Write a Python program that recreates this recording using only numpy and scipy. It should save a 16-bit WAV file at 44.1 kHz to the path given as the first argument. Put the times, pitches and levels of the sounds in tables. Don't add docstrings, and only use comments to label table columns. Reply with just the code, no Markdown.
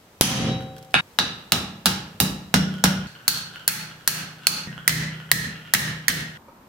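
import sys
import numpy as np
from scipy import signal
from scipy.fft import rfft, irfft, next_fast_len
from scipy.io import wavfile
from scipy.ndimage import uniform_filter1d

SR = 44100
rng = np.random.default_rng(int(sys.argv[2]) if len(sys.argv) > 2 else 0)


def transcribe(u):
    v = np.clip(np.atleast_2d(u).T, -1, 1)
    q = np.round(v * 32767).astype(np.int16)
    wavfile.write(sys.argv[1], SR, q)


N = 294588
TIME = np.arange(N) / SR
AGE = np.arange(SR) / SR


def amp(db):
    return 10 ** (np.asarray(db) / 20)


def unit(x):
    return x / np.sqrt(np.mean(x ** 2) + 1e-20)


def along(points, hz):
    f, values = np.transpose(points)
    return np.interp(np.log(hz + 1), np.log(f), values)


def fade(t60, t=AGE):
    return np.exp(-np.log(1000) * t / t60)


def add(track, s, x):
    part = track[:, round(s * SR):][:, :x.shape[-1]]
    part += x[..., :part.shape[1]]


def noise(spectrum, alike, size, tilt_db=0):
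    m = next_fast_len(size)
    hz = np.fft.rfftfreq(m, 1 / SR)
    turn = np.arccos(np.clip(along(alike, hz), -1, 1)) / 2
    colour = amp(along(spectrum, hz) + tilt_db * np.log2(1 + hz / 1000))
    white = rfft(rng.standard_normal((2, m)))
    mid, side = irfft(white * colour * [np.cos(turn), np.sin(turn)], m)[:, :size]
    return unit(np.array([mid + side, mid - side]))


def ring(modes, scatter_db, spread, detune=0.0):
    out = np.zeros((2, SR))
    for hz, db, t60 in modes:
        t = AGE[:int(2 * t60 * SR)]
        phase = rng.uniform(0, 2 * np.pi) + spread * rng.standard_normal((2, 1))
        pitch = hz * (1 + detune * rng.standard_normal())
        strength = amp(db + scatter_db * rng.standard_normal())
        out[:, :len(t)] += strength * fade(t60, t) * np.sin(2 * np.pi * pitch * t + phase)
    return out


# f/Hz, t60/s
ROOM_DECAY = [(100, 0.81), (500, 0.72), (1500, 0.63), (3200, 0.56), (6000, 0.44), (10000, 0.33),
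              (15000, 0.27)]
# f/Hz, relative level/dB
ROOM_COLOUR = [(60, -16.5), (200, 7.5), (500, -5.5), (900, -1), (1400, -0.5), (3000, 0), (6000, 1.5),
               (8000, -3), (11000, -3.5), (15000, -5.5)]
# f/Hz, left-right likeness (0 to 1)
DIFFUSE_LIKENESS = [(100, 0.98), (250, 0.95), (600, 0.77), (1500, 0.047), (10000, 0)]


def workshop(tilt_db=0, early_db=-4, early_t60=0.063, delay=0.0042, pan_db=0.48):
    wash = noise(ROOM_COLOUR, DIFFUSE_LIKENESS, size=SR, tilt_db=tilt_db)
    hz, t, bands = signal.stft(wash, SR, nperseg=256)
    decayed = bands * fade(along(ROOM_DECAY, hz)[:, None], t)
    tail = signal.istft(decayed, SR, nperseg=256)[1][:, :SR]
    early = noise(CRACK_COLOUR, DIFFUSE_LIKENESS, size=SR, tilt_db=tilt_db) * fade(early_t60)
    arrival = np.clip(AGE / delay - 1, 0, 1)
    both = unit(tail * arrival) + amp(early_db) * unit(early * arrival)
    return both * amp([[-pan_db], [pan_db]]) / np.sqrt(SR)


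def echo(x):
    return signal.fftconvolve(x[:1], workshop(), axes=1)[:, :x.shape[1]]


CUTS = [1.008, 3.071, 4.674, 6.376]


def until_cut(s, x, fall=0.0069):
    end = min(cut for cut in CUTS if cut > s)
    return x * np.clip((end - s - AGE) / fall + .5, 0, 1)


# f/Hz, relative level/dB
FORGE_AIR = [(15, -52), (25, -16.5), (70, -14.5), (82, -13.5), (102, -1.5), (120, -9.5), (775, -15.5),
             (1330, -19), (8360, -30), (9840, -34), (11900, -29), (16000, -34.5)]
# f/Hz, relative level/dB
RACK_AIR = [(15, -45.5), (25, -9.5), (157, -4), (223, 0.5), (394, -8), (463, -10), (560, -9), (734, -10.5),
            (887, -5), (2550, -21.5), (12500, -32.5), (14000, -21), (16000, -43.5)]


def air(chisel_db=-53, forge_db=-51, rack_db=-51):
    level_db = np.where(TIME < CUTS[0], chisel_db, forge_db)
    forge = amp(level_db) * noise(FORGE_AIR, DIFFUSE_LIKENESS, size=N)
    rack = amp(rack_db) * noise(RACK_AIR, DIFFUSE_LIKENESS, size=N)
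    return np.where(TIME < CUTS[-1], forge, rack)


# f/Hz, relative level/dB
CRACK_COLOUR = [(40, -28.5), (300, -7), (900, 2), (2300, -0.5), (4500, 3), (8000, -3.5), (11000, -3.5),
                (14500, -6.5), (17000, -6)]


def crack(tilt_db, body_t60=0.031, edge_t60=0.0026, body_db=-5.5, edge_db=3):
    alike = [(300, 0.53), (3000, 0.25), (12000, 0.053)]  # f/Hz, left-right likeness
    body = noise(CRACK_COLOUR, alike, size=SR, tilt_db=tilt_db + 0.5) * fade(body_t60)
    edge = noise(CRACK_COLOUR, alike, size=SR, tilt_db=tilt_db - 0.5) * fade(edge_t60)
    return amp(body_db) * body + amp(edge_db) * edge


# f/Hz, relative level/dB, t60/s
STAND_MODES = [(69.1, -2, 0.91), (128, -2.5, 1), (158, -1.5, 1), (189, 0, 0.78), (216.7, -5.5, 0.85),
               (261.4, -1, 0.5), (308.7, -6, 0.27)]


def stand(pitch_hz, focus_db=22):
    modes = [(hz, db - focus_db * abs(np.log2(hz / pitch_hz)), t60) for hz, db, t60 in STAND_MODES]
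    return ring(modes, scatter_db=1.5, spread=.12)


IRON_MODES = {"chisel": [(260, -17, 0.02), (3080, -3.5, 0.0057), (4300, -17, 0.0097), (5980, -7, .007),
              (458, -47, 1.1), (531, -44, 1.3), (765, -41, 1.4), (3876, -34, .3), (5206, -35, .45),
              (10090, -14, .07)], "dull": [(740, -10.5, 0.022), (1400, -15, 0.05), (1650, -1, 0.0091),
              (2260, -6.5, 0.011), (2890, -1.5, 0.0069), (4400, -21, 0.033), (2560, -19, .14),
              (2780, -23, .1), (3472, -20, .12), (3781, -19, .15), (9162, -27, .05)],
              "flat": [(451, -20, 0.015), (839, -13, 0.023), (1310, -6, 0.0099), (1657, -10, 0.013),
              (2830, -6, 0.009), (3600, -8, 0.0072), (3940, -4, 0.012), (4670, -7.5, 0.0057),
              (5560, -13.5, 0.015)], "edge": [(486, -11, 0.011), (800, -10.5, 0.016), (1455, -8.5, 0.034),
              (1647, -5.5, 0.013), (2850, -12, 0.026), (3530, -9, .012), (3940, -12, .014),
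              (5490, -4.5, 0.012)], "bend": [(1600, -14.5, 0.024), (1760, -7.5, 0.005), (2650, -1, 0.0029),
              (4364, -7.5, 0.021), (4385, -7, 0.011), (6160, -12.5, 0.011), (10620, -7, 0.013)],
              "upset": [(1710, -9, 0.023), (1860, -7.5, 0.027), (1944, -7.5, 0.025), (2090, -3.5, 0.0091),
              (3220, -22.5, 0.0083), (4150, -9.5, 0.015), (5300, -20, 0.022), (9060, -1, 0.0034),
              (16100, -12, 0.015)]}
# f/Hz, relative level/dB, t60/s
ANVIL_MODES = [(862, -9, .7), (1238, -8, .6), (1297, -2, .7), (1369, -4, .6), (1888, -2, .5),
               (2561, -4, .65), (3470, -2, .6), (4053, -3, .5), (5206, -5, .55), (6083, -8, .5),
               (8280, -8, .55), (8583, -9, .45), (10085, -2, .36)]
# f/Hz, relative level/dB
BOOM_COLOUR = [(25, -42.5), (65, -0.5), (110, 0), (170, 5), (250, -0.5), (330, -7.5), (500, -11.5),
               (700, -17), (1500, -54)]
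STROKES = {"chisel": (142, -11.5, -3), "dull": (160, -25, -3), "flat": (197, -18, -5),
           "edge": (192, -17.5, -6.5), "bend": (160, -28.5, -9.5), "upset": (160, -17, -10.5)}
OVERHANGING = ("edge", "bend", "upset")
CHATTER_DB = -40.5
BOOM_FOLLOWS = 0.32


def blow(stroke, ring_db, crack_db, tilt_db, thump_db,
         wash_db=15, anvil_db=-43, boom_t60=0.68, rise=0.003, pan_db=2.0):
    pitch_hz, boom_db, room_db = STROKES[stroke]
    iron = amp(ring_db) * ring(IRON_MODES[stroke], scatter_db=.8, spread=.6, detune=.001)
    anvil = amp(ring_db + anvil_db) * ring(ANVIL_MODES, scatter_db=3, spread=1.0)
    direct = (amp(crack_db) * crack(tilt_db) + iron + anvil) * amp([[-pan_db], [pan_db]])
    room = echo(iron) + amp(wash_db + crack_db) * workshop(tilt_db)
    boom_level = amp(boom_db + BOOM_FOLLOWS * thump_db)
    boom = boom_level * noise(BOOM_COLOUR, DIFFUSE_LIKENESS, size=SR) * fade(boom_t60)
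    slow_start = 1 - np.exp(-AGE / rise)
    thump = (amp(thump_db) * stand(pitch_hz) + boom) * slow_start
    buzz = amp(CHATTER_DB) * chatter() if stroke in OVERHANGING else 0
    return direct + amp(room_db) * room + thump + buzz


# t/s, stroke, ring level/dB, crack level/dB, crack tilt/dB per octave (in the treble), thump level/dB
BLOWS = [(0.2105, "chisel", 19, 18.5, 0.5, -6.5), (0.9422, "dull", -1, -12.5, -16.5, -26.5),
         (1.1878, "flat", -2.5, -8.5, -3.5, -40), (1.521, "flat", -4, -2, -0.5, -27.5),
         (1.858, "flat", -4, -1, 1, -28), (2.202, "flat", -3, 0, 6, -22),
         (2.5409, "edge", -3.5, -2.5, -2, -14.5), (2.8397, "edge", -3, -1, 0.5, -17.5),
         (3.2799, "bend", 4, 7.5, 5, -33.5), (3.6781, "bend", 6.5, 10.5, 7.5, -29.5),
         (4.0763, "bend", 4.5, 10.5, 5.5, -27.5), (4.4695, "bend", 7.5, 7, 4, -32),
         (4.8779, "upset", 7.5, 12.5, 4, -18), (5.3155, "upset", 7.5, 9.5, 4, -25),
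         (5.7375, "upset", 7, 13, 6, -21), (6.082, "upset", 2.5, 7.5, 6, -27)]
# t/s, age of that blow t/s, level/dB
TAIL_ENTRIES = [(3.069, 0.22, 1.5), (4.673, .24, 2)]


def hammer():
    out = np.zeros((2, N))
    for s, *how in BLOWS:
        add(out, s, until_cut(s, blow(*how)))
    for s, age, db in TAIL_ENTRIES:
        next_how = next(how for start, *how in BLOWS if start > s)
        add(out, s, amp(db) * blow(*next_how)[:, round(age * SR):])
    return out


def chisel_push(db=24, width=0.001):
    out = np.zeros((2, N))
    pulse = (1 - AGE / width) * np.exp(-AGE / width)
    add(out, BLOWS[0][0], -amp(db) * pulse)
    return out


def chisel_after(rumble_db=-16, rumble_t60=0.75, sing_db=-30, rise=0.023):
    out = np.zeros((2, N))
    swell = 1 - np.exp(-AGE / rise)
    rumble = noise(BOOM_COLOUR, DIFFUSE_LIKENESS, size=SR) * fade(rumble_t60) * swell
    note = ring([(3876, 0, .6)], scatter_db=0, spread=.4)
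    add(out, .36, until_cut(.36, amp(rumble_db) * rumble))
    add(out, .48, until_cut(.48, amp(sing_db) * note * swell))
    return out


# t/s, relative level/dB, relative treble level/dB
TICKS = [(0.607, -35, 0), (0.623, -37, 0), (0.766, -32, -8), (3.559, -26, -8), (4.728, -30, -18),
         (4.779, -24, -26), (5.202, -27, -24)]
# f/Hz, relative level/dB, t60/s
RATTLE_MODES = [(1450, 3.5, 0.022), (1563, 4, 0.014), (2940, 7.5, 0.0073), (3283, -1, 0.013)]
# f/Hz, relative level/dB, t60/s
KNOCK_MODES = [(539, 6, 0.041), (940, 4, 0.035), (1260, 6, 0.022), (2340, -6, 0.022)]


def small_contacts(tick_db=-5, fizz_db=-5, body_db=-6, room_db=-3, knock_db=-44):
    out = np.zeros((2, N))
    for s, db, treble_db in TICKS:
        snap = amp(fizz_db + treble_db) * rng.standard_normal((2, SR)) * fade(0.025)
        body = amp(body_db) * ring(RATTLE_MODES, scatter_db=2, spread=.5, detune=.03)
        tick = amp(db + tick_db) * (snap + body)
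        add(out, s, tick + amp(room_db) * echo(tick))
    soft_start = 1 - fade(.01)
    knock = amp(knock_db) * ring(KNOCK_MODES, scatter_db=1, spread=.4) * soft_start
    add(out, 6.483, knock + amp(room_db) * echo(knock))
    return out


def scale_flakes(start=0.73, per_s=30, db=-47, scatter_db=4, t60=0.036, tilt_db=2):
    levels = amp(db + scatter_db * rng.standard_normal(SR))
    falls = (rng.random(SR) < per_s / SR) * levels
    tick = noise(CRACK_COLOUR, DIFFUSE_LIKENESS, size=SR, tilt_db=tilt_db) * fade(t60)
    patter = signal.fftconvolve(falls[None], tick, axes=1)[:, :SR]
    out = np.zeros((2, N))
    add(out, start, until_cut(start, patter))
    return out


def chatter(per_s=70, t60=2.32, scatter_db=4, swing_hz=19, swing_db=4):
    swing = swing_db * np.sin(2 * np.pi * (swing_hz * AGE + rng.random()))
    levels = amp(scatter_db * rng.standard_normal(SR) + swing)
    touches = (rng.random(SR) < per_s / SR) * levels
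    contact = ring(RATTLE_MODES, scatter_db=1, spread=.7, detune=.02)
    buzz = signal.fftconvolve(touches[None], contact, axes=1)[:, :SR]
    return unit(buzz + echo(buzz)) * fade(t60)


# t/s, level/dB
REBOUNDS = [(2.558, -17.5), (2.856, -15), (3.687, -13), (4.893, -5.5), (5.748, -3.5), (6.089, -10),
            (6.100, -12)]
# f/Hz, relative level/dB
SLAP_COLOUR = [(300, -14), (900, -13.5), (1600, 8.5), (2500, 0), (3400, 3.5), (4200, 1), (6000, -3),
               (15000, -18.5)]


def rebounds(t60=0.052, room_db=-9):
    out = np.zeros((2, N))
    for s, db in REBOUNDS:
        slap = amp(db) * noise(SLAP_COLOUR, DIFFUSE_LIKENESS, size=SR) * fade(t60)
        add(out, s, until_cut(s, slap + amp(room_db) * echo(slap)))
    return out


def scene():
    cutting = chisel_push() + chisel_after() + scale_flakes()
    return air() + hammer() + cutting + small_contacts() + rebounds()


def gain_control(x, threshold_db=-3, release_db_per_s=82, attack=0.0012):
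    power = uniform_filter1d(np.mean(x ** 2, 0), size=64)
    over_db = np.maximum(10 * np.log10(np.abs(power) + 1e-12) - threshold_db, 0)
    released_db = release_db_per_s * TIME
    held_db = np.maximum.accumulate(over_db + released_db) - released_db
    pole = np.exp(-1 / (attack * SR))
    return x * amp(-signal.lfilter([1 - pole], [1, -pole], held_db))


def record(dry, top_hz=16000):
    clipped = np.clip(gain_control(dry), -.9, .9)
    m = next_fast_len(N + SR // 2)
    band = 1 / (1 + (np.fft.rfftfreq(m, 1 / SR) / top_hz) ** 100)
    return irfft(rfft(clipped, m) * band, m)[:, :N]


dry = scene()
out = record(dry)
transcribe(out)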